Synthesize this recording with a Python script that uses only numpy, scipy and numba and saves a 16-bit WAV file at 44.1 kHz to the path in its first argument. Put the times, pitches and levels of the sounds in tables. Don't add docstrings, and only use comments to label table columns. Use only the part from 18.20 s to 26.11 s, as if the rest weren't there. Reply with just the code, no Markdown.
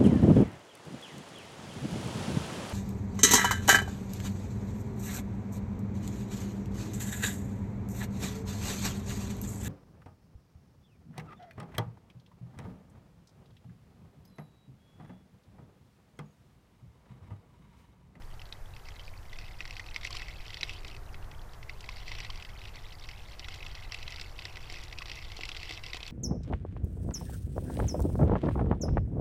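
import sys
import numpy as np
from scipy import signal
from scipy.fft import rfft, irfft
from scipy.io import wavfile
from scipy.ndimage import uniform_filter1d
from numba import njit

SR = 44100
rng = np.random.default_rng(int(sys.argv[2]) if len(sys.argv) > 2 else 0)


def log_audio(samples):
    frames = np.atleast_2d(samples).T
    limited = np.clip(frames, -1, 1)
    pcm = np.round(limited * 32767).astype(np.int16)
    wavfile.write(sys.argv[1], SR, pcm)


N = 348831

# t/s, level/dB
STREAM_LEVEL = [(0.0, -64), (0.45, -66.5), (0.68, -57.5), (0.95, -62), (1.25, -54.5), (1.68, -56.5),
                (1.98, -51), (2.16, -54), (2.49, -50.5), (2.75, -61), (3.08, -67.5), (3.37, -69),
                (3.7, -56), (3.95, -47), (4.18, -55.5), (4.35, -55.5), (4.57, -54), (4.68, -58),
                (5.11, -53), (5.35, -53), (5.64, -54), (5.85, -52), (6.1, -52.5), (6.4, -53), (6.53, -50),
                (6.7, -54.5), (7.0, -51), (7.4, -51), (7.62, -49), (7.91, -50.5)]


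def undb(db):
    return 10 ** (np.asarray(db) / 20)


def unit(x):
    return x / np.sqrt(np.mean(x ** 2))


def stream_level(t):
    return np.interp(t, *np.transpose(STREAM_LEVEL))


def wander(rate):
    step = int(SR / rate)
    held = rng.standard_normal(N)[np.arange(N) // step]
    return 1.3 * uniform_filter1d(uniform_filter1d(held, step), step)


def colour(x, points):
    size = 2 ** 19
    hz, db = np.transpose(points)
    f = np.arange(size // 2 + 1) * SR / size
    gain = undb(np.interp(np.log(f + 1), np.log(hz), db))
    cepstrum = irfft(np.log(gain))
    cepstrum[1:size // 2] *= 2
    cepstrum[size // 2 + 1:] = 0
    return irfft(rfft(x, size) * np.exp(rfft(cepstrum)))[:N]


@njit
def resonator(x, hz, width):
    out, band, low = np.empty(len(x)), 0., 0.
    for i in range(len(x)):
        tuning, damping = np.tan(np.pi * hz[i] / SR), width / hz[i]
        swing = (band + tuning * (x[i] + 1e-18 - low)) / (1 + tuning * (tuning + damping))
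        band = 2 * swing - band
        low += 2 * tuning * swing
        out[i] = damping * swing
    return out


def ring(x, modes, stretch=1):
    return sum(undb(db) * resonator(x, hz * stretch * np.ones(N), float(width))
               for hz, width, db in modes)


def pings(times, gains, hz, cycles, glide, size=640):
    age = np.arange(size) / SR
    turns = hz[:, None] * age
    fade = turns / np.reshape(cycles, (-1, 1))
    shape = (1 - np.exp(-turns)) ** 2 * np.exp(-fade)
    phase = 2 * np.pi * turns * (1 + glide * np.tanh(fade / 2))
    wave = shape / shape.max(1, keepdims=True) * np.sin(phase)
    at = (np.maximum(times, 0) * SR).astype(int)[:, None] + np.arange(size)
    return np.bincount(at.ravel(), (gains[:, None] * wave).ravel(), N)[:N]


def kicks(t, gains):
    return np.bincount((np.maximum(t, 0) * SR).astype(int), gains, N)[:N]


def fading(x, decay_s):
    return signal.lfilter([1], [1, -np.exp(-1 / (decay_s * SR))], x + 1e-18)


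def outdoors(rumble_db=-43, hiss_db=-64, whine_db=-84, surge_at_s=3.12, surge_s=0.28):
    # f/Hz, level/dB
    rumble_tone = [(8, -1.5), (22, 4), (32, -4.5), (50, -3.5), (68, -8.5), (98, -8), (140, -16.5),
                   (200, -27), (270, -31.5), (370, -28), (560, -28.5), (740, -26), (1300, -30.5),
                   (1800, -34), (3500, -64), (8000, -62.5)]
    # f/Hz, level/dB
    hiss_tone = [(1000, -5), (2000, 6.5), (2600, 1), (3600, -1), (6000, -1.5), (9000, -5.5), (12000, -5.5),
                 (15500, -9.5)]
    surge_db = np.exp(-((np.arange(N) / SR - surge_at_s) / surge_s) ** 2)
    rumble = unit(colour(rng.standard_normal(N), rumble_tone))
    rumble *= undb(rumble_db + surge_db - 0.76 * wander(1.93))
    whine = unit(ring(rng.standard_normal(N), [(12010, 90, 0)]))
    hiss = unit(colour(rng.standard_normal(N), hiss_tone))
    return rumble + hiss * undb(hiss_db) + whine * undb(whine_db)


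def stream(gain_db=1.5, spurt_db=2.0, lull_db=12, lull_s=0.015):
    breaks = [1.36, 1.795, 1.89, 3.57, 3.845, 4.08, 4.52, 5.17, 5.68, 6.145, 6.76, 6.84, 7.616, 7.724, 7.79,
              7.82]
    t = np.arange(N) / SR
    lulls = sum(np.exp(-((t - at) / lull_s) ** 2) for at in breaks)
    return undb(gain_db + stream_level(t) - lull_db * lulls + spurt_db * wander(25))


def thinned(t, chance, full_stream_db=-50):
    share = np.minimum(undb(stream_level(t) - full_stream_db) ** 1.5, 1)
    falls = chance < share
    return falls, -10 * np.log10(share[falls])


def splashes(t, db, hz, spray_db, cycles, spray_s, count=7,
             bubble_db=-5, slap_db=-11, slap_s=0.00048, droplet_db=1, mist_db=-5, lag_s=0.007):
    bubbles = pings(t, undb(db + bubble_db), hz, cycles * undb(-0.062 * spray_db), glide=0.012)
    slaps = fading(kicks(t, undb(db + slap_db)), slap_s) * rng.standard_normal(N)
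    lag, pitch, size = rng.random((len(t) * count, 3)).T
    landings = np.repeat(t, count) + lag_s * lag
    gains = np.repeat(undb(db + spray_db + droplet_db), count) * size * undb(-11 * lag)
    droplets = pings(landings, gains, hz=1300 + 5000 * pitch, cycles=0.92, glide=0.074, size=200)
    mist_power = fading(kicks(t, undb(db + spray_db + mist_db) ** 2), spray_s / 2)
    mist = np.sqrt(mist_power) * rng.standard_normal(N)
    return bubbles + slaps + droplets + mist


def patter(gain_db=-4, spread_db=11, low_hz=2100, high_hz=5600, count=1500):
    when, size, pitch, chance = rng.random((count, 4)).T
    t = (np.arange(count) + 1.6 * when) / count * N / SR
    falls, extra_db = thinned(t, chance)
    db = spread_db * size[falls] ** 2 + extra_db
    hz = low_hz * (high_hz / low_hz) ** pitch[falls]
    ticks = splashes(t[falls], db, hz, spray_db=-3.5, cycles=1.8, spray_s=0.0059, count=3)
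    return unit(ticks) * undb(gain_db)


def fizz(gain_db=-6, spread_db=12, low_hz=1900, high_hz=7000, count=6000):
    when, size, pitch, chance = rng.random((count, 4)).T
    t = when * N / SR
    bursts, extra_db = thinned(t, chance)
    gains = undb(spread_db * size[bursts] ** 2 + extra_db)
    hz = low_hz * (high_hz / low_hz) ** pitch[bursts]
    return unit(pings(t[bursts], gains, hz, cycles=4.4, glide=0.071, size=360)) * undb(gain_db)


def big_drops(typical_drop_db=-23.5, typical_stream_db=-52.5):
    # t/s, level/dB, f/Hz
    drops = [(0.02, -43.5, 3260), (0.217, -38, 2740), (0.3247, -31, 3870), (0.564, -43, 3170),
             (0.686, -36.5, 2240), (1.129, -38, 2000), (1.187, -35, 2470), (1.4054, -23, 2490),
             (1.4535, -33, 2120), (1.476, -42, 3220), (1.508, -31, 2230), (1.567, -29.5, 2500),
             (1.5957, -25.5, 2000), (1.744, -33, 4330), (1.7619, -19, 2200), (1.8113, -35, 3600),
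             (1.832, -34, 2150), (1.85, -25.5, 2140), (1.872, -28.5, 2670), (1.927, -34, 4300),
             (1.95, -31, 2700), (1.968, -34.5, 3100), (1.996, -37, 4300), (2.019, -33.5, 2150),
             (2.0832, -33, 2070), (2.304, -37, 2980), (2.332, -40, 2580), (2.343, -27.5, 3030),
             (2.37, -33.5, 2030), (2.41, -27.5, 2650), (2.431, -20, 2220), (2.494, -27, 2550),
             (2.647, -34.5, 2250), (2.765, -40.5, 4320), (2.9437, -38.5, 2310), (3.114, -40.5, 3330),
             (3.3343, -45, 3240), (3.4282, -38, 2070), (3.495, -28.5, 2120), (3.641, -42, 2400),
             (3.69, -24.5, 2320), (3.769, -39, 2660), (3.88, -31, 2240), (3.892, -44.5, 3070),
             (3.917, -29, 2100), (3.951, -35, 2200), (3.985, -33.5, 2320), (4.003, -30, 2280),
             (4.048, -32.5, 2050), (4.102, -31, 3140), (4.157, -40.5, 2910), (4.2, -41.5, 2900),
             (4.224, -34, 2380), (4.249, -35, 2930), (4.453, -38, 3150), (4.888, -33, 4830),
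             (4.912, -41.5, 2740), (5.195, -29.5, 5060), (5.244, -35.5, 3480), (5.284, -31.5, 2250),
             (5.32, -43.5, 3100), (5.3413, -36.5, 3300), (5.428, -37, 2280), (5.464, -32, 2900),
             (5.551, -37, 3350), (5.721, -24, 5470), (5.745, -29, 2480), (5.787, -43, 2000),
             (5.828, -31.5, 3650), (5.878, -35, 4000), (5.922, -31.5, 2930), (5.942, -38.5, 2010),
             (5.96, -36, 3600), (5.997, -30.5, 3830), (6.013, -29, 4850), (6.19, -30, 2520),
             (6.221, -37, 2700), (6.253, -27, 4900), (6.357, -42, 2200), (6.37, -35.5, 2560),
             (6.499, -30.5, 2280), (6.541, -37, 2560), (6.5853, -39, 5450), (6.726, -34.5, 2520),
             (6.786, -28.5, 2620), (6.82, -29.5, 2540), (6.857, -31.5, 3530), (6.881, -38, 4410),
             (6.897, -32, 3200), (6.916, -28, 2670), (7.024, -43, 2630), (7.048, -38, 2900),
             (7.118, -36.5, 3300), (7.168, -36, 4390), (7.209, -30.5, 2460), (7.234, -29.5, 2320),
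             (7.253, -34.5, 3900), (7.291, -31.5, 2700), (7.317, -36, 3320), (7.348, -33, 2540),
             (7.366, -29, 3300), (7.4, -38, 2900), (7.4301, -28.5, 2530), (7.455, -39.5, 2900),
             (7.493, -27.5, 3170), (7.509, -30, 2070), (7.523, -30.5, 3380), (7.536, -35.5, 4410),
             (7.575, -36, 2530), (7.637, -35, 2570), (7.663, -32.5, 3200), (7.7326, -29, 3780),
             (7.7452, -33, 2900), (7.768, -30, 3820), (7.804, -37, 2400), (7.8295, -29.5, 3860),
             (7.878, -41, 3400)]
    t, db, hz = np.transpose(drops)
    spray_db = -4.5 - 0.47 * (db - typical_drop_db) + 0.32 * (stream_level(t) - typical_stream_db)
    return splashes(t, db, hz, spray_db, cycles=1.82, spray_s=0.004)


def bottle_air(splash, scatter_db=-15, scatter_s=0.022, rise_per_s=0.003, heave=0.012):
    # f/Hz, width/Hz, level/dB
    air_notes = [(1977, 123, 5), (2145, 20, 1), (2580, 73, 0.5), (3900, 94, -15), (4410, 83, -7),
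                 (4680, 160, -5), (5750, 130, -16), (6330, 45, 3.5), (7300, 320, -1)]
    # f/Hz, level/dB
    neck_tone = [(300, -23), (1100, -3.5), (1600, -4.5), (1950, -1), (3000, 2), (4300, 0.5), (5700, 0),
                 (6600, -18), (7900, -11.5), (8700, -24), (15000, -30)]
    tail_power = fading(splash ** 2, scatter_s / 2) / (scatter_s / 2 * SR)
    inside = splash + undb(scatter_db) * np.sqrt(tail_power) * rng.standard_normal(N)
    stretch = 1 + rise_per_s * (np.arange(N) - N / 2) / SR + heave * wander(14)
    return colour(inside + ring(inside, air_notes, stretch), neck_tone)


def bottle_wall(splash, flow, low_bubble_db=-1, ring_db=-2, shake_db=-2, thrum_db=-1):
    # t/s, level/dB, f/Hz
    low_bubbles = [(1.905, -43, 1060), (1.948, -42, 1110), (2.429, -45, 1190), (3.69, -42, 1030),
                   (3.917, -42, 1040), (4.096, -43.5, 1020), (5.284, -40, 1400), (6.808, -43, 1220),
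                   (6.82, -42.5, 1150)]
    # f/Hz, width/Hz, level/dB
    wall_notes = [(341, 60, 3.5), (458, 40, 3), (740, 44, 5.5), (1057, 150, -0.5), (1200, 100, -11),
                  (1497, 30, -7)]
    t, db, hz = np.transpose(low_bubbles)
    hits = pings(t, undb(db + low_bubble_db), hz, cycles=2.3, glide=0) + knocks()
    thrum = undb(thrum_db) * flow * rng.standard_normal(N)
    return hits + ring(undb(ring_db) * hits + undb(shake_db) * splash + thrum, wall_notes)


def rim_spatter(flow, spray_db=-26, spread_db=13, decay_s=0.0039, crack_db=-3, count=130):
    # t/s, level/dB
    rim_hits = [(1.847, -35), (1.865, -39), (1.906, -36), (1.951, -36), (1.969, -37.5), (2.534, -39),
                (2.679, -40.5), (3.607, -39.5), (5.285, -44), (5.343, -39.5), (5.743, -37), (5.905, -42.5),
                (6.012, -39), (6.524, -39.5), (6.636, -38.5), (6.956, -40), (7.166, -39.5), (7.254, -37),
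                (7.29, -35), (7.508, -39), (7.745, -39), (7.769, -38), (7.878, -36)]
    # f/Hz, level/dB
    rim_tone = [(600, -40), (1500, -18), (2500, 8.5), (5500, 6), (6500, 2), (7800, 0), (9000, -14),
                (11200, -6), (13000, -27), (15500, -33)]
    when, size = rng.random((count, 2)).T
    specks = kicks(when * N / SR, undb(spread_db * size ** 2))
    spray = unit(fading(specks, decay_s)) * flow * undb(spray_db)
    t, db = np.transpose(rim_hits)
    cracks = fading(kicks(t, undb(db + crack_db)), decay_s)
    return colour((spray + cracks) * rng.standard_normal(N), rim_tone)


def prickle(gain_db=-26, spread_db=14, low_hz=6600, high_hz=12000, count=220):
    when, size, pitch = rng.random((count, 3)).T
    hz = low_hz * (high_hz / low_hz) ** (pitch ** 2)
    gains = undb(spread_db * size ** 2) * low_hz / hz
    return unit(pings(when * N / SR, gains, hz, cycles=5, glide=0.046, size=360)) * undb(gain_db)


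def blips(gain_db=3):
    # t/s, level/dB, f/Hz
    deep_bubbles = [(0.195, -42.5, 3050), (0.3251, -29.5, 3830), (0.795, -36, 3080), (0.879, -40.5, 2400),
                    (1.928, -32.5, 4350), (2.4315, -20, 3870), (4.103, -37, 3180), (5.465, -41, 2570),
                    (5.552, -37, 5600), (5.879, -35, 4000), (6.015, -35, 4800), (6.727, -40, 2510),
                    (6.99, -42.5, 2560), (7.317, -36, 3320), (7.371, -36, 4610), (7.638, -36, 2630),
                    (7.733, -32.5, 3680), (7.865, -36, 4370)]
    t, db, hz = np.transpose(deep_bubbles)
    return splashes(t, db + gain_db, hz, spray_db=-8.5, cycles=5.1, spray_s=0.003)


def wavering_chord(notes, waver_rate, drift_rate, drift_hz, waver_db=2):
    chord = np.zeros(N)
    for hz, db in notes:
        gain = undb(db + waver_db * wander(waver_rate))
        pitch = hz + drift_hz * wander(drift_rate)
        chord += gain * np.sin(2 * np.pi * np.cumsum(pitch) / SR)
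    return np.sqrt(2) * chord


def horn(start_s=2.35, swell_s=0.31, hold_s=0.26, fade_db_per_s=38.5, gain_db=0.5):
    # f/Hz, level/dB
    horn_notes = [(304, -67.5), (371.4, -69), (405, -67.5), (474, -78)]
    chord = wavering_chord(horn_notes, waver_rate=5.63, drift_rate=12, drift_hz=1.8)
    age = np.arange(N) / SR - start_s
    released_s = np.maximum(age - swell_s - hold_s, 0)
    return chord * np.clip(age / swell_s, 0, 1) * undb(gain_db - fade_db_per_s * released_s)


def hum(loudest_at_s=6.6, swell_s=0.82):
    # f/Hz, level/dB
    hum_notes = [(353, -70), (480, -73)]
    chord = wavering_chord(hum_notes, waver_rate=13, drift_rate=10, drift_hz=2)
    return chord * np.exp(-((np.arange(N) / SR - loudest_at_s) / swell_s) ** 2)


def knocks(gain_db=-1, knock_hz=520, rebound_s=0.0028, rebound_db=-9.5):
    # t/s, level/dB
    blobs = [(6.523, -40.5), (7.191, -35), (7.209, -44.5), (7.507, -38), (7.745, -37), (7.805, -43)]
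    t, db = np.transpose(blobs)
    gains, hz = undb(db + gain_db), np.full(len(t), knock_hz)
    swing = pings(t, gains, hz, cycles=0.17, glide=0)
    rebound = pings(t + rebound_s, gains * undb(rebound_db), hz, cycles=0.17, glide=0)
    return swing + rebound


def scene():
    flow = stream()
    splash = big_drops() + blips() + flow * (patter() + fizz())
    pouring = bottle_air(splash) + bottle_wall(splash, flow) + rim_spatter(flow) + flow * prickle()
    return (pouring + outdoors() + horn() + hum())[None]


def record(dry):
    top_hz = 15500
    return signal.sosfilt(signal.ellip(10, .2, 70, top_hz, fs=SR, output="sos"), dry)


dry = scene()
out = record(dry)
log_audio(out)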